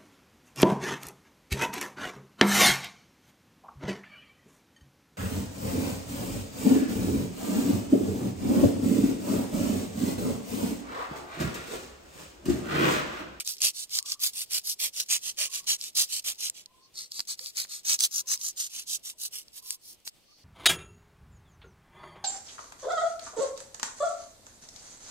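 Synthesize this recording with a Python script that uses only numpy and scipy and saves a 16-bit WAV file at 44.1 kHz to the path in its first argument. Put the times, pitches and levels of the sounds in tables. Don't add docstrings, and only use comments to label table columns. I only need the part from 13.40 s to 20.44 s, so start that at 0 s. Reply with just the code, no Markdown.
import sys
import numpy as np
from scipy import signal
from scipy.fft import rfft, irfft, next_fast_len
from scipy.io import wavfile
from scipy.ndimage import map_coordinates

SR = 44100
rng = np.random.default_rng(int(sys.argv[2]) if len(sys.argv) > 2 else 0)


def to_wav(s):
    ch = np.atleast_2d(s).T
    pcm = np.round(np.clip(ch, -1, 1) * 32767)
    wavfile.write(sys.argv[1], SR, pcm.astype(np.int16))


N = 310464

# t/s, length/s, level/dB, pressure/dB
JABS = [(-.07, .11, -27, 6), (.035, .14, -32.5, -5), (.196, 0.13, -21.5, 0.5), (.79, 0.13, -25, 1),
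        (1.379, 0.13, -26, 5.5), (1.678, 0.12, -22.5, 2.5), (1.96, 0.14, -26.5, 6), (2.257, .12, -23, .5),
        (2.541, 0.13, -21, -1.5), (2.831, 0.12, -29, 4), (3.123, 0.13, -46, 4.5), (3.528, 0.17, -39, -0.5),
        (3.864, 0.1, -32, -1), (4.141, .13, -30.5, 2), (4.27, 0.16, -37.5, -1), (5.15, 0.15, -30, -2),
        (5.619, 0.13, -37.5, -1.5), (5.899, 0.15, -38, 0.5)]
DRAGS = [(.31, .16, -35.5, -4), (0.486, .13, -28, -2.5), (.632, .13, -32.5, -2), (0.909, .15, -31.5, 0.5),
         (1.08, .13, -26.5, 2.5), (1.216, .14, -29, -6), (1.511, 0.14, -30.5, -0.5), (1.795, .14, -32, 0),
         (2.072, .15, -33, 2.5), (2.358, 0.16, -37.5, -0.5), (2.665, 0.15, -29, -2.5),
         (2.959, .15, -30.5, -1.5), (3.682, .16, -39, -3.5), (3.948, 0.18, -40, -0.5),
         (4.425, 0.15, -22.5, 2), (4.572, .11, -22.5, -1.5), (4.69, .14, -28, -2.5),
         (4.852, 0.12, -25.5, 0), (4.969, .16, -31.5, -5), (5.268, .18, -37, 0), (5.447, .14, -29.5, -8.5),
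         (5.764, 0.13, -33, -6), (6.114, .1, -42.5, 1.5), (6.196, 0.18, -39, -2), (6.386, 0.18, -47, -8),
         (6.639, 0.065, -40, -1)]
# f/Hz, level/dB
SCRAPE_LEFT = [(60, -37), (430, -31.5), (590, -19.5), (770, -32), (1120, -24.5), (2150, -20), (3050, -6),
               (5700, -1.5), (7000, -6.5), (9900, -10), (10800, -3), (12500, -9), (15300, -13.5)]
SCRAPE_RIGHT = [(60, -28.5), (450, -28), (590, -19), (770, -29.5), (1200, -23.5), (1550, -27.5), (2850, -4),
                (5500, -2), (8700, -1.5), (9900, -6.5), (11200, -6), (13100, -5.5), (15300, -13.5)]
BLADE_MODES = [(3010, 300, 1), (7610, 260, -3), (9130, 280, .5), (11770, 400, 1)]
PRESSURE_GAIN = [(300, 0.82), (590, 1.28), (850, 0.95), (1500, 0.83), (2400, 1.2), (3000, 0.61), (4000, 0)]
FLAP_DEPTH = [(0, 0.14), (.6, 0.36), (1.4, 0.24), (3.1, 0), (3.56, 0.94), (4.52, 1), (4.63, 0.51),
              (4.76, 1), (5.1, .95), (5.35, 0.25), (5.85, 0.2), (6.5, 0.32)]
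FLAP_COLOUR = [(600, -4.5), (850, -0.5), (1200, 7.5), (1700, 5), (2200, 1.5), (3000, -9.5), (4200, -1.5),
               (6000, 0), (8200, 1), (11000, -4)]
POCKET_PITCH = [(1.2, 4500), (1.7, 6550), (3, 6000), (3.6, 4400), (4.35, 4300), (4.5, 6070), (5.55, 6700),
                (6.3, 4800)]
TREBLE_GAIN = [(.1, 1), (.7, -3), (.86, 6), (1.15, 4), (1.42, 4.5), (1.6, -1), (2.3, -4), (2.87, 0),
               (3.05, -4.5), (3.78, -4), (4.03, 2.5), (4.35, -1.5), (4.85, 2.5), (5.52, -2.5), (5.7, 2),
               (6.3, 6.5)]
BLADE_CONTACT = [(0, 3.25), (3.53, 6.7)]
SNAPS = [(.0483, -26.5, 6700), (0.0753, -9.5, 6850), (0.1823, -26, 5300), (.218, -5.5, 6900),
         (0.5873, -4.5, 4700), (0.6266, -20, 8660), (0.7195, -7, 5300), (.794, -28, 5950),
         (1.7125, -14, 6300), (2.2901, -10, 6000), (2.412, -14.5, 4800), (3.098, -9, 7550),
         (3.259, -25.5, 4700), (3.7187, -16.5, 4700), (3.7937, -11.5, 4700), (3.8034, -9, 4700),
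         (3.9922, -16.5, 4950), (4.0597, -17, 4400), (4.1698, -12, 6300), (4.5902, -12, 5330),
         (4.606, -3, 8100), (4.975, -22, 5330), (5.013, -17, 5700), (6.082, -32.5, 4600),
         (6.306, -8.5, 8460), (6.676, -15.5, 4100)]
SNAP_SPECTRUM = [(100, -35), (1000, -29), (2500, -6.5), (5000, 4), (9000, -3), (15000, -7.5)]
KNOCKS = [(0.5864, -17.5), (2.2904, -22.5), (3.7928, -15.5), (3.8029, -15), (3.9927, -24), (4.2483, -20),
          (4.606, -17), (6.674, -18.5)]
KNOCK_SPECTRUM = [(40, -9.5), (200, -13), (600, -8.5), (1600, -4), (3000, -6), (8000, -65.5)]
STREAM_SPECTRUM = [(25, 0), (150, -0.5), (450, -2.5), (800, -7.5), (1600, -14), (3000, -5.5), (6000, -11.5),
                   (10000, -14.5), (15500, -17.5)]
STREAM_COHERENCE = [(50, 0.11), (300, 0.24), (1000, .3), (4000, .05)]
NEAR_BUBBLES = [(4.005, 485, -51), (5.735, 935, -60)]
HISS_SWELLS = [(3.45, 0.1, -62), (6.48, 0.18, -59.5), (6.978, 0.4, -63.5)]
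BIRD_CALLS = [(0.564, 0.26, 1136, -65.5, 1), (2.048, 0.21, 1104, -66, 0.7), (3.264, 0.24, 1036, -70, 0.38),
              (4.808, 0.22, 1030, -72.5, 0.04), (6.181, 0.203, 1030, -71.5, 0.48),
              (6.88, .067, 1170, -75.5, .3)]

OPEN_LEAD_MS, DEEP_LEAD_MS = 0.11, 0.262
HAND_PRESSURE_DB = 1.5


def scraping(strokes, fastest_at, grip_speed, slip_db, rise_power, fall_power):
    out = np.zeros((2, N))
    for start, length, db, pressure_db in strokes:
        progress = np.linspace(0, 1, int(length * SR))
        speed = np.abs(np.sin(np.pi * np.interp(progress, [0, fastest_at, 1], [0, .5, 1])))
        bite = amp(np.interp(speed, [grip_speed, grip_speed + .03], [slip_db, 0]))
        force = np.where(progress < fastest_at, bite * speed ** rise_power, speed ** fall_power)
        middle = start + length / 2
        grains = flicks(speed, density=1900, spread_db=4, slide_db=-3,
                        catch_rate=98, catch_db=-8.5, catch_t60=.028)
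        pair = to_stereo(grains, lead_at(middle), scatter_db=1.5, scatter_t60=.023, paths=2)
        scrape = unit(filtered(pair, lambda hz: amp(blade_colour(hz, middle, pressure_db))))
        left_bias_db = np.interp(depth_at(middle), [.3, 1], [0, 3])
        add(out, start, scrape * force * amp(db + left_bias_db * np.array([[.5], [-.5]])))
    return out


def flicks(speed, density, spread_db, slide_db, catch_rate, catch_db, catch_t60):
    n = len(speed)
    hits = rng.random(n) < density * (.3 + speed) / SR
    sizes = amp(spread_db * np.minimum(rng.standard_normal(n), 2.3)) * rng.choice([-1, 1], n)
    grains = unit(hits * sizes) + amp(slide_db) * rng.standard_normal(n)
    catches = (rng.random(n) < catch_rate / SR) * rng.exponential(size=n)
    bursts = signal.lfilter([1], [1, -amp(-60 / catch_t60 / SR)], catches)
    return unit(grains * (1 + amp(catch_db) * bursts))


def blade_colour(hz, s, pressure_db):
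    depth = depth_at(s)
    base = np.array([along(SCRAPE_LEFT, hz), along(SCRAPE_RIGHT, hz)])
    modes = sum(db * resonance(hz, centre, width) for centre, width, db in BLADE_MODES)
    flap = depth * along(FLAP_COLOUR, hz)
    pocket = (2 + 6 * depth) * resonance(hz, at_time(POCKET_PITCH, s), width=860)
    sizzle = along([(7500, .0055), (12500, at_time(TREBLE_GAIN, s))], hz)
    body = (HAND_PRESSURE_DB + pressure_db) * along(PRESSURE_GAIN, hz)
    return base + modes + flap + pocket + sizzle + body


def depth_at(s):
    return np.clip(at_time(FLAP_DEPTH, s), 0, 1)


def lead_at(s):
    return np.interp(depth_at(s), [.3, .7], [OPEN_LEAD_MS, DEEP_LEAD_MS])


def to_stereo(x, lead_ms, scatter_db, scatter_t60, paths):
    n = len(x)
    direct = filtered(x, lambda hz: np.exp(1j * np.pi * hz * lead_ms / 1000 * np.array([[-1], [1]])))
    path = rng.integers(paths, size=n // 128 + 1).repeat(128)[:n]
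    scatter = sum(signal.fftconvolve([x * (path == k)], echoes(scatter_t60, size=1024), axes=1)[:, :n]
                  for k in range(paths))
    return direct + amp(scatter_db) * filtered(scatter, lambda hz: hz / (hz + 700))


def snaps(gain_db, ring_db, ring_width_hz):
    out = np.zeros((2, N))
    grid = np.fft.rfftfreq(512, 1 / SR)
    for s, db, hz in SNAPS:
        spectrum = np.c_[grid, along(SNAP_SPECTRUM, grid) + ring_db * resonance(grid, hz, ring_width_hz)]
        add(out, s, amp(db + gain_db) * impact(spectrum, s, scatter_db=1, scatter_t60=.009))
    return out


def knocks():
    out = np.zeros((2, N))
    for s, db in KNOCKS:
        add(out, s, amp(db) * impact(KNOCK_SPECTRUM, s, scatter_db=3.5, scatter_t60=.025))
    return out


def impact(spectrum, s, scatter_db, scatter_t60):
    impulse = 1.0 * (np.arange(2048) == 32)
    arrivals = to_stereo(impulse, lead_at(s), scatter_db, scatter_t60, paths=1)
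    pair = signal.lfilter(impulse_response(spectrum), 1, arrivals)
    return pair / np.linalg.norm(pair)


def slime_and_loose_scales(ticks_per_s, tick_db, spread_db, drag_db):
    t = np.arange(N) / SR
    touching = sum((t >= a) & (t < b) for a, b in BLADE_CONTACT)
    start, length, level_db, _ = np.transpose(sorted(map(tuple, [*JABS, *DRAGS])))
    effort = touching * amp(np.interp(t, start + length / 2, level_db))
    hits = rng.random(N) < ticks_per_s / SR
    ticks = hits * amp(tick_db + spread_db * np.minimum(rng.standard_normal(N), 2))
    drag = amp(drag_db + 4 * wobble(11, N)) * rng.standard_normal(N)
    pair = to_stereo((ticks + drag) * effort, OPEN_LEAD_MS, scatter_db=3, scatter_t60=.037, paths=6)
    return signal.fftconvolve(pair, [impulse_response(SNAP_SPECTRUM)], axes=1)[:, :N]


def stream(db, ripple_db):
    def mid_side_gain(hz):
        angle = np.arccos(np.clip(along(STREAM_COHERENCE, hz), -1, 1)) / 2
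        return amp(along(STREAM_SPECTRUM, hz)) * [np.cos(angle), np.sin(angle)]
    noise = rng.standard_normal((2, N)) * amp(ripple_db * np.array([wobble(25, N), wobble(25, N)]))
    mid, side = filtered(noise, mid_side_gain)
    return amp(db) * unit(np.array([mid + side, mid - side]))


def bubbles(faint_db, centre_hz, count):
    out, t = np.zeros((2, N)), np.arange(SR // 16) / SR
    faint = [(when * N / SR, centre_hz * 3 ** (high - .5), faint_db - 12 * far)
             for when, high, far in rng.random((count, 3))]
    for s, hz, db in NEAR_BUBBLES + faint:
        cycles = hz * t * (1 + 2 * t)
        ring = np.sin(2 * np.pi * cycles) * np.exp(-cycles / 11) * (1 - np.exp(-cycles))
        left_share = rng.uniform(.2, .8)
        add(out, s, amp(db) * np.sqrt([[left_share], [1 - left_share]]) * ring)
    return out


def insect(db, pulse_hz):
    pulses = np.cos(np.pi * pulse_hz * np.arange(N) / SR) ** 6
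    return amp(db + 2 * wobble(9, N)) * pulses * noise_band(8130, half_width_hz=190)


def hiss(ring_db):
    t = np.arange(N) / SR
    swells = sum(amp(db) * np.exp(-np.square(np.pi * (t - s) / length)) for s, length, db in HISS_SWELLS)
    broad = noise_band(5160, half_width_hz=1200)
    return swells * (broad + amp(ring_db) * noise_band(4430, half_width_hz=200))


def bird(trill_hz, trill_depth, rise):
    out = np.zeros((2, N))
    for start, length, hz, db, hoarseness in BIRD_CALLS:
        n = int(length * SR)
        progress = np.linspace(0, 1, n)
        trill = np.sin(2 * np.pi * trill_hz * np.arange(n) / SR)
        jitter = .075 * hoarseness * wobble(330, n)
        pitch = hz * (1 + rise * (progress - .5) + trill_depth * trill + jitter)
        envelope = np.sqrt(np.abs(np.sin(np.pi * progress))) * (1 + .57 * trill)
        call = unit(np.sin(2 * np.pi * np.cumsum(pitch) / SR) * envelope)
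        add(out, start, amp(db) * np.array([call, call]))
    return out


def amp(db):
    return 10 ** (np.asarray(db) / 20)


def unit(x):
    return x / np.sqrt(np.mean(x ** 2) + 1e-20)


def at_time(points, s):
    return np.interp(s, *np.transpose(points))


def along(points, hz):
    f, values = np.transpose(points)
    return np.interp(np.log(hz + 1), np.log(f + 1), values)


def resonance(hz, centre, width):
    return 1 / (1 + (2 * (hz - centre) / width) ** 2)


def wobble(rate, size):
    return map_coordinates(rng.standard_normal(int(size * rate / SR) + 4), [np.arange(size) * rate / SR])


def filtered(x, response):
    n = x.shape[-1]
    padded = next_fast_len(n + 4096)
    return irfft(rfft(x, padded) * response(np.fft.rfftfreq(padded, 1 / SR)), padded)[..., :n]


def noise_band(hz, half_width_hz):
    return unit(filtered(rng.standard_normal((2, N)), lambda f: 1 / (1 + ((f - hz) / half_width_hz) ** 4)))


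def impulse_response(spectrum, size=1024):
    cepstrum = irfft(np.log(amp(along(spectrum, np.fft.rfftfreq(size, 1 / SR)))))
    cepstrum[1:size // 2] *= 2
    cepstrum[size // 2 + 1:] = 0
    return irfft(np.exp(rfft(cepstrum)))


def echoes(t60, size):
    tail = rng.standard_normal((2, size)) * amp(-60 * np.arange(size) / SR / t60)
    return tail / np.linalg.norm(tail, axis=1, keepdims=True)


def add(track, s, sound):
    i = round(s * SR)
    a, b = max(i, 0), min(i + sound.shape[1], N)
    track[:, a:b] += sound[:, a - i:b - i]


def scene():
    knife = scraping(JABS, fastest_at=.41, grip_speed=.25, slip_db=-8, rise_power=1.66, fall_power=1.75)
    knife += scraping(DRAGS, fastest_at=.67, grip_speed=.33, slip_db=-7, rise_power=1.73, fall_power=1.69)
    knife += snaps(gain_db=9.5, ring_db=14, ring_width_hz=2100) + knocks()
    knife += slime_and_loose_scales(ticks_per_s=60, tick_db=-6, spread_db=7, drag_db=-34)
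    planks = amp(-25) * signal.fftconvolve(knife, echoes(t60=.1, size=SR // 2), axes=1)[:, :N]
    water = bubbles(faint_db=-62, centre_hz=520, count=60) + stream(db=-65.5, ripple_db=2.5)
    haze = insect(db=-70.5, pulse_hz=2.96) + hiss(ring_db=-3.5)
    return knife + planks + water + haze + bird(trill_hz=26.6, trill_depth=.015, rise=.06)


def record(dry):
    return filtered(dry, lambda hz: 1 / (1 + (hz / 15700) ** 160))


dry = scene()
out = record(dry)
to_wav(out)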